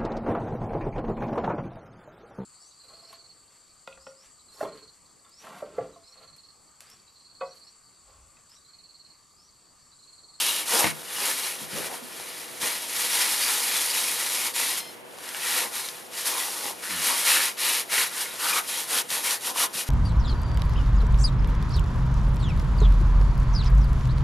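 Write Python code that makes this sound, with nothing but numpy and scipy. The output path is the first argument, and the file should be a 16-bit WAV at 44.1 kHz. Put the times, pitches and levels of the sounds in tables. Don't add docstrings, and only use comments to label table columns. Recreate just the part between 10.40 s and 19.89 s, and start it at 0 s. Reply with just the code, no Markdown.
import sys
import numpy as np
from scipy import signal
from scipy.fft import rfft, irfft, next_fast_len
from scipy.io import wavfile

SR = 44100
rng = np.random.default_rng(int(sys.argv[2]) if len(sys.argv) > 2 else 0)


def log_audio(samples):
    frames = np.atleast_2d(samples).T
    limited = np.clip(frames, -1, 1)
    pcm = np.round(limited * 32767).astype(np.int16)
    wavfile.write(sys.argv[1], SR, pcm)


N = 418507
TIME = np.arange(N) / SR


def amp(db):
    return 10 ** (np.asarray(db) / 20)


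def unit(x):
    return x / np.sqrt(np.mean(x ** 2) + 1e-20)


def colour(x, points):
    hz, db = np.transpose(points)
    size = next_fast_len(N + 4096)
    bins = np.fft.rfftfreq(size, 1 / SR)
    gain = amp(np.interp(np.log(bins + 1), np.log(hz), db))
    return irfft(rfft(x, size) * gain, size)[..., :N]


def wander(per_s):
    knots = rng.standard_normal(N // 32)
    return unit(np.interp(TIME * per_s, np.arange(len(knots)), knots))


def resonate(x, hz, width):
    turn = np.exp(2j * np.pi * np.cumsum(hz * np.ones(len(x))) / SR)
    r = np.exp(-np.pi * width / SR)
    smooth = signal.lfilter([1 - r], [1, -r], x / turn + 1e-18)
    return 2 * (turn * smooth).real


def band(x, hz, width):
    return signal.lfilter(*signal.iirpeak(hz, hz / width, SR), x)


def add(mix, s, sound):
    part = mix[round(s * SR):][:len(sound)]
    part += sound[:len(part)]


def slips(per_s, spread_db):
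    moment, depth, side = rng.random((N // 2, 3))[:int(per_s * N / SR)].T
    size = amp(spread_db * np.minimum(-np.log(1 - depth), 5)) * np.sign(side - .5)
    return unit(np.bincount((moment * N).astype(int), size, N))


def gesture(start, length, rise_s, fall_s, swell_db=0):
    out = np.zeros(N)
    on = slice(*np.searchsorted(TIME, [start, start + length]))
    t = TIME[on] - start
    rise, fall = np.sin(np.pi / 2 * np.minimum([t / rise_s, (length - t) / fall_s], 1))
    out[on] = rise * fall ** 2 * amp(swell_db * (t / length - .5))
    return out


# start_s, length_s, edge_s (speeding up or stopping), fizz_db (sliding fibres),
# drive_db (into the bowl), swell_db (start to end), hollow_hz (resonance under the hand)
HAND_STROKES = [(-0.031, 0.32, 0.094, -30, -33, -14.5, 2950), (0.252, 0.22, 0.074, -23, -30.5, 5.0, 1590),
                (0.421, 0.11, 0.023, -32, -31, -14.0, 2000.0), (0.654, 0.3, 0.09, -32, -36.5, 18.5, 1830),
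                (0.823, 0.4, 0.15, -32, -38, -4, 1990), (1.138, 0.15, 0.093, -39.5, -45, 6, 2000.0),
                (1.27, 0.25, 0.08, -37, -39, 5.5, 1720), (1.486, 0.14, 0.11, -36.5, -39, 6, 1300),
                (1.698, 0.69, 0.18, -44, -48.5, -9.5, 2050.0),
                (2.196, 0.32, 0.083, -34.5, -39, -19.5, 1950), (2.315, 0.43, 0.15, -33, -41, 27.5, 2080),
                (2.667, 0.54, 0.069, -27, -34, 0.3, 1940), (3.144, 1, 0.079, -28.5, -36.5, -3, 2080),
                (4.133, 0.3, 0.053, -29.5, -36.5, -5.5, 2300), (4.75, 0.31, 0.13, -43.5, -43.5, 17, 1670),
                (4.95, 0.36, 0.15, -27.9, -31.5, 12, 1870), (5.318, 0.24, 0.067, -36, -42, -15.5, 1850.0),
                (5.712, 0.18, 0.11, -32, -37.5, 2, 1810), (5.842, 0.33, 0.044, -32, -42, -11.5, 1640),
                (6.011, 0.34, 0.076, -36, -47.5, 12.5, 1200.0),
                (6.41, 0.23, 0.049, -33.6, -35.5, 3.6, 1660),
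                (6.601, 0.326, 0.055, -26.5, -33.5, -3.5, 1890),
                (6.841, 0.31, 0.079, -25.5, -28.5, -15.5, 2120), (7.165, 0.29, 0.079, -26, -30, 0, 2190),
                (7.49, 0.26, 0.19, -22.5, -25, -12.5, 2060), (7.695, 0.38, 0.12, -37.5, -41.5, -16.5, 1670),
                (7.767, 0.11, 0.057, -34, -52, -8.8, 1900.0), (7.969, 0.202, 0.07, -28, -32.5, 10, 1370.0),
                (8.116, 0.12, 0.065, -24, -29, -7, 1450.0), (8.213, 0.3, 0.14, -31, -39, -1, 1940),
                (8.46, 0.18, 0.063, -26, -34, 6.5, 1530), (8.679, 0.2, 0.12, -29.5, -37.5, -16, 1700.0),
                (8.823, 0.18, 0.12, -22.9, -29.8, -8, 1770), (8.998, 0.15, 0.073, -30, -41.5, 2, 1300.0),
                (9.124, 0.161, 0.108, -22, -29, 23.5, 1280), (9.324, 0.15, 0.089, -28, -39, -9.5, 1590),
                (9.458, 0.144, 0.072, -34.5, -39, -4.7, 1450.0)]
# time_s, level_db
CREEPING = [(0, -41.5), (1.65, -46.5), (4.42, -42.5), (4.65, -57), (4.9, -44), (5.55, -44), (5.7, -48.5),
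            (6.38, -45), (7.1, -47), (8.66, -45), (9.4, -48)]
CREEP_DRIVE_DB, CREEP_HZ = -6.5, 1670
CIRCLING_S, CIRCLING_LENGTH_S, CIRCLING_EDGE_S, TURN_S = 2.705, 1.45, .08, .247
BEAR_DOWN_DB = 1.8


def hand(uneven_db=0.75, uneven_per_s=28):
    creep = amp(np.interp(TIME, *np.transpose(CREEPING)))
    slide, press = creep ** 2, (amp(CREEP_DRIVE_DB) * creep) ** 2
    tuning = press * CREEP_HZ
    for s, length, edge_s, fizz_db, drive_db, swell_db, hz in HAND_STROKES:
        power = gesture(s, length, edge_s, edge_s, swell_db) ** 2
        slide += amp(fizz_db) ** 2 * power
        press += amp(drive_db) ** 2 * power
        tuning += amp(drive_db) ** 2 * hz * power
    circling = gesture(CIRCLING_S, CIRCLING_LENGTH_S, CIRCLING_EDGE_S, CIRCLING_EDGE_S)
    lean = amp(-BEAR_DOWN_DB * circling * np.cos(2 * np.pi * (TIME - CIRCLING_S) / TURN_S))
    uneven = amp(uneven_db * wander(uneven_per_s))
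    return np.sqrt(slide) * uneven, np.sqrt(press) * uneven * lean, tuning / press


# pitch_hz, level_db
PAPER_SPECTRUM = [(60, -39), (330, -31), (900, -3.5), (2000, -11), (3500, -1), (5000, -1.5), (7800, -1.5),
                  (9300, 0.5), (10700, 2.5), (12000, -2.5), (13500, -8), (15300, -17.5)]
# pitch_hz, width_hz, level_db (relative, before the focus on the hollow)
WALL_MODES = [(735, 50, -9), (925, 65, -2), (1056, 75, 2), (1213, 80, -3), (1375, 110, 0), (1780, 220, -1),
              (2300, 300, -4), (2750, 300, -5), (3820, 300, -1)]
# pitch_hz, level_db
BOWL_RADIATION = [(40, -55), (150, -27), (550, -16), (800, -7), (1100, -1), (1500, 0), (4500, 0),
                  (9000, -8)]


def scrub(slide, press, hollow_hz, fizz_db=1, wall_db=-2, hollow_db=-5, hollow_width=1000,
          focus_db=6, crackle_db=-8, judder_db=0.53, fold_db=1.0):
    grip = amp(judder_db * wander(per_s=560) + fold_db * wander(per_s=55))
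    fizz = unit(colour(slips(per_s=18000, spread_db=1.5) * grip, PAPER_SPECTRUM))

    contact = slips(per_s=5000, spread_db=2.5) * grip
    wall = np.zeros(N)
    for hz, width, db in WALL_MODES:
        focus = amp(db - focus_db * np.log2(hz / hollow_hz) ** 2)
        wall += focus * band(contact, hz, width)

    air = slips(per_s=4000, spread_db=4.5) * grip
    hollow = resonate(resonate(air, hollow_hz, hollow_width), hollow_hz, hollow_width)
    bowl = colour(amp(wall_db) * unit(wall) + amp(hollow_db) * unit(hollow), BOWL_RADIATION)
    paper = amp(fizz_db) * fizz + amp(crackle_db) * crackle()
    return slide * paper + press * bowl


def crackle(count=20):
    pitches = np.geomspace(1900, 5600, count) * rng.uniform(.98, 1.02, count)
    total = np.zeros(N)
    for hz in pitches:
        chatter = slips(per_s=250, spread_db=2) * np.exp(.55 * wander(per_s=22))
        total += unit(band(chatter, hz, hz / 30))
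    return unit(total)


# start_s, peak_db, top_hz (hardness)
BOWL_KNOCKS = [(0.443, -6, 6000), (0.4557, -14, 4500), (.4675, -20, 3000), (1.215, -42, 280),
               (1.329, -35, 278), (1.402, -39, 706), (1.426, -35, 1010), (1.63, -54, 303),
               (2.228, -31.5, 900), (8.717, -38.5, 710), (9.35, -42, 400)]
# pitch_hz, level_db (relative), t60_s
BOWL_RING = [(120, -23, .17), (154, -17, .26), (210, -15, .15), (345, -14, .15), (716, -7, .05),
             (900, -2, .022), (1070, -4, .022), (1534, -9, .03), (1916, -8, .05), (2094, -2, .075),
             (2700, -4, .02), (3700, -8, .025)]


def knocks(crack=.4, crack_s=0.0015):
    out, t = np.zeros(N), np.arange(SR // 2) / SR
    ring = sum(amp(db - 60 * t / t60) * np.sin(2 * np.pi * hz * t) for hz, db, t60 in BOWL_RING)
    for s, db, top_hz in BOWL_KNOCKS:
        blow = ring / abs(ring).max() + crack * rng.standard_normal(len(t)) * np.exp(-t / crack_s)
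        blow = signal.sosfilt(signal.butter(3, [140, top_hz], "band", fs=SR, output="sos"), blow)
        add(out, s, amp(db) * blow / abs(blow).max())
    return out


# start_s, length_s, level_db (before level_db and tone in drags),
# swell_db, from_hz, to_hz
BOWL_DRAGS = [(0.311, 0.15, -28.5, 11, 730, 940), (1.316, .12, -39, 11, 486, 553),
              (1.423, 0.153, -37.5, 0, 660, 790), (5.89, 0.25, -34, -12, 1150, 820),
              (6.224, .11, -35, 0, 880, 810), (6.652, 0.16, -27, 1, 950, 1100),
              (6.92, .13, -19, -3, 1550, 1850), (7.57, 0.1, -22.5, 0, 1500, 1650),
              (7.998, 0.23, -24, 4, 1290, 1220), (9.033, 0.1, -32, 11, 830, 930),
              (9.138, 0.13, -26.5, 5, 1020, 1080)]
DRAG_EDGE_S = 0.029


def drags(level_db=-4, width=420):
    out = np.zeros(N)
    coarse = slips(per_s=1200, spread_db=4.5)
    for s, length, db, swell_db, from_hz, to_hz in BOWL_DRAGS:
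        speed = gesture(s, length, DRAG_EDGE_S, DRAG_EDGE_S, swell_db)
        on = speed > 0
        hz = np.linspace(from_hz, to_hz, on.sum())
        rub = resonate(resonate(coarse[on], hz, width), hz, width)
        out[on] += unit(rub) * amp(db + level_db) * speed[on]
    return colour(out, [(40, -45), (120, -6), (250, 9.5), (2000, -12.5)])


# start_s, peak_db (before level_db in snaps), pitch_hz
CREASE_SNAPS = [(1.515, -27, 790), (1.799, -26, 900), (4.737, -33, 620), (4.786, -31, 1500),
                (4.89, -20.5, 2900), (4.947, -20.5, 1100), (5.487, -17, 3720), (5.992, -26, 3700),
                (6.256, -18, 895), (8.704, -13, 5200)]


def snaps(level_db=-2, decay_s=0.0017):
    out, t = np.zeros(N), np.arange(SR // 32) / SR
    for s, db, hz in CREASE_SNAPS:
        tick = band(rng.standard_normal(len(t)) * np.exp(-t / decay_s), hz, hz)
        add(out, s, amp(db + level_db) * tick / abs(tick).max())
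    return out


# start_s, length_s, level_db (before level_db in rumbles)
BENCH_RUMBLES = [(.45, 0.11, -44), (1.193, .06, -51), (1.315, 0.089, -51), (1.615, 0.055, -38.5)]
RUMBLE_RISE_S, RUMBLE_FALL_S, RUMBLE_SWELL_DB = .02, .04, -3
# pitch_hz, width_hz, level_db (relative, before the tone in rumbles)
BENCH_MODES = [(85, 22, -11), (120, 20, -10), (155, 18, -16), (221, 19, 25)]


def rumbles(level_db=-4):
    judder = slips(per_s=300, spread_db=3)
    modes = sum(amp(db) * band(judder, hz, width) for hz, width, db in BENCH_MODES)
    bench = unit(colour(modes, [(35, -35), (80, -6), (260, 23), (700, -28)]))
    weight = np.zeros(N)
    for s, length, db in BENCH_RUMBLES:
        weight += amp(db) * gesture(s, length, RUMBLE_RISE_S, RUMBLE_FALL_S, RUMBLE_SWELL_DB)
    return amp(level_db) * bench * weight


GROAN_S, GROAN_LENGTH_S, GROAN_DB, GROAN_EDGE_S = 6.48, 0.146, -48.5, 0.024
GROAN_FROM_HZ, GROAN_TO_HZ, GROAN_SLOWING_S = 122, 73, .048
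# multiple, level_db (relative)
GROAN_HARMONICS = [(1, -15), (2, 0), (3, -5)]


def groan():
    slowing = np.exp(-np.maximum(TIME - GROAN_S, 0) / GROAN_SLOWING_S)
    hz = GROAN_TO_HZ + (GROAN_FROM_HZ - GROAN_TO_HZ) * slowing
    turns = np.cumsum(hz * (1 + .03 * wander(per_s=100))) / SR
    tone = unit(sum(amp(db) * np.sin(2 * np.pi * k * turns) for k, db in GROAN_HARMONICS))
    return amp(GROAN_DB) * gesture(GROAN_S, GROAN_LENGTH_S, GROAN_EDGE_S, GROAN_EDGE_S) * tone


# start_s, length_s, level_db
SQUEAK_CATCHES = [(4.33, .1, -45), (4.39, .14, -46.5)]
SQUEAK_HZ, SQUEAK_EDGE_S = 1042, .04
# multiple of SQUEAK_HZ, level_db (relative)
SQUEAK_HARMONICS = [(2, -4), (3, -3), (4, -1), (5, 0)]


def squeak():
    turns = np.cumsum(SQUEAK_HZ * (1 + .011 * wander(per_s=700))) / SR
    tone = unit(sum(amp(db) * np.sin(2 * np.pi * k * turns) for k, db in SQUEAK_HARMONICS))
    grip = sum(amp(db) * gesture(s, length, SQUEAK_EDGE_S, SQUEAK_EDGE_S) for s, length, db in SQUEAK_CATCHES)
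    return grip * amp(2 * wander(per_s=200)) * tone


# pitch_hz, level_db
SHEET_SPECTRUM = [(40, -34), (100, -30), (200, -7.5), (340, -1.5), (650, 1), (1100, 0), (3000, -52)]
# start_s, length_s, level_db (before level_db in wrapping)
SHEET_TUGS = [(0.297, 0.15, -29), (0.768, 0.14, -36.5), (1.35, 0.092, -40.5), (2.206, 0.085, -33.5),
              (5.156, 0.13, -36.5), (8.02, .19, -43), (6.126, 0.19, -41.5), (8.5, 0.083, -36),
              (8.7, 0.11, -39)]
TUG_EDGE_S = 0.019


def wrapping(slide, level_db=-6, idle_db=-49, shaken_db=-14):
    tugs = sum(amp(db) * gesture(s, length, TUG_EDGE_S, TUG_EDGE_S) for s, length, db in SHEET_TUGS)
    movement = np.sqrt(amp(idle_db) ** 2 + (amp(shaken_db) * slide) ** 2 + tugs ** 2)
    rustle = unit(colour(slips(per_s=2500, spread_db=3.5), SHEET_SPECTRUM))
    return amp(level_db) * movement * rustle


# pitch_hz, level_db
SPREAD_SPECTRUM = [(100, 0), (300, 4), (600, 0.5), (1100, -4.5), (2500, -11), (4000, -13), (7500, -100),
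                   (10000, -17.5), (12000, 2.5), (15000, -2.5)]


def room(x, t60=0.22, treble_t60=0.042, split_hz=3000):
    t = np.arange(SR // 3) / SR
    taps = rng.standard_normal((2, len(t))) * (t > .002)
    low = signal.sosfilt(signal.butter(2, split_hz, fs=SR, output="sos"), taps)
    high = signal.sosfilt(signal.butter(2, split_hz, "high", fs=SR, output="sos"), taps)
    slow, fast = amp(-60 * t / t60), amp(-60 * t / treble_t60)
    tail = low * slow / np.linalg.norm(slow) - high * fast / np.linalg.norm(fast)
    return colour(signal.fftconvolve(x[None], tail, axes=1)[:, :N], SPREAD_SPECTRUM)


# pitch_hz, level_db
AIR_SPECTRUM = [(25, -34), (60, -27), (100, -8), (160, -3), (400, 1), (700, 0), (1100, -4), (3000, -8),
                (7000, -33), (11000, -20), (15000, -38)]
AIR_DB = -47
# (rms, before hum_db in workshop)
HUM_TONES = [(366.1, -58), (489.9, -55), (656.8, -59), (855.9, -89)]


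def workshop(hum_db=-4, waver=0.0061):
    air = amp(AIR_DB) * unit(colour(rng.standard_normal((2, N)), AIR_SPECTRUM))
    hum = np.zeros(N)
    for hz, db in HUM_TONES:
        turns = np.cumsum(hz * (1 + waver * wander(per_s=30))) / SR
        hum += amp(db + hum_db) * unit(np.sin(2 * np.pi * turns))
    return air + hum


def scene(left_db=0.42):
    slide, press, hollow_hz = hand()
    paper = scrub(slide, press, hollow_hz) + snaps() + squeak() + wrapping(slide)
    bowl = knocks() + drags() + rumbles() + groan()
    direct = paper + bowl
    return (direct + room(direct)) * amp([[left_db], [-left_db]]) + workshop()


NOTCH_HZ, EDGE_HZ = 7900, 15450


def record(dry, notch_width=130):
    notched = dry - band(dry, NOTCH_HZ, notch_width)
    low_pass = signal.firwin(511, EDGE_HZ, window=("kaiser", 9), fs=SR)
    return signal.oaconvolve(notched, low_pass[None], "same")


dry = scene()
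out = record(dry)
log_audio(out)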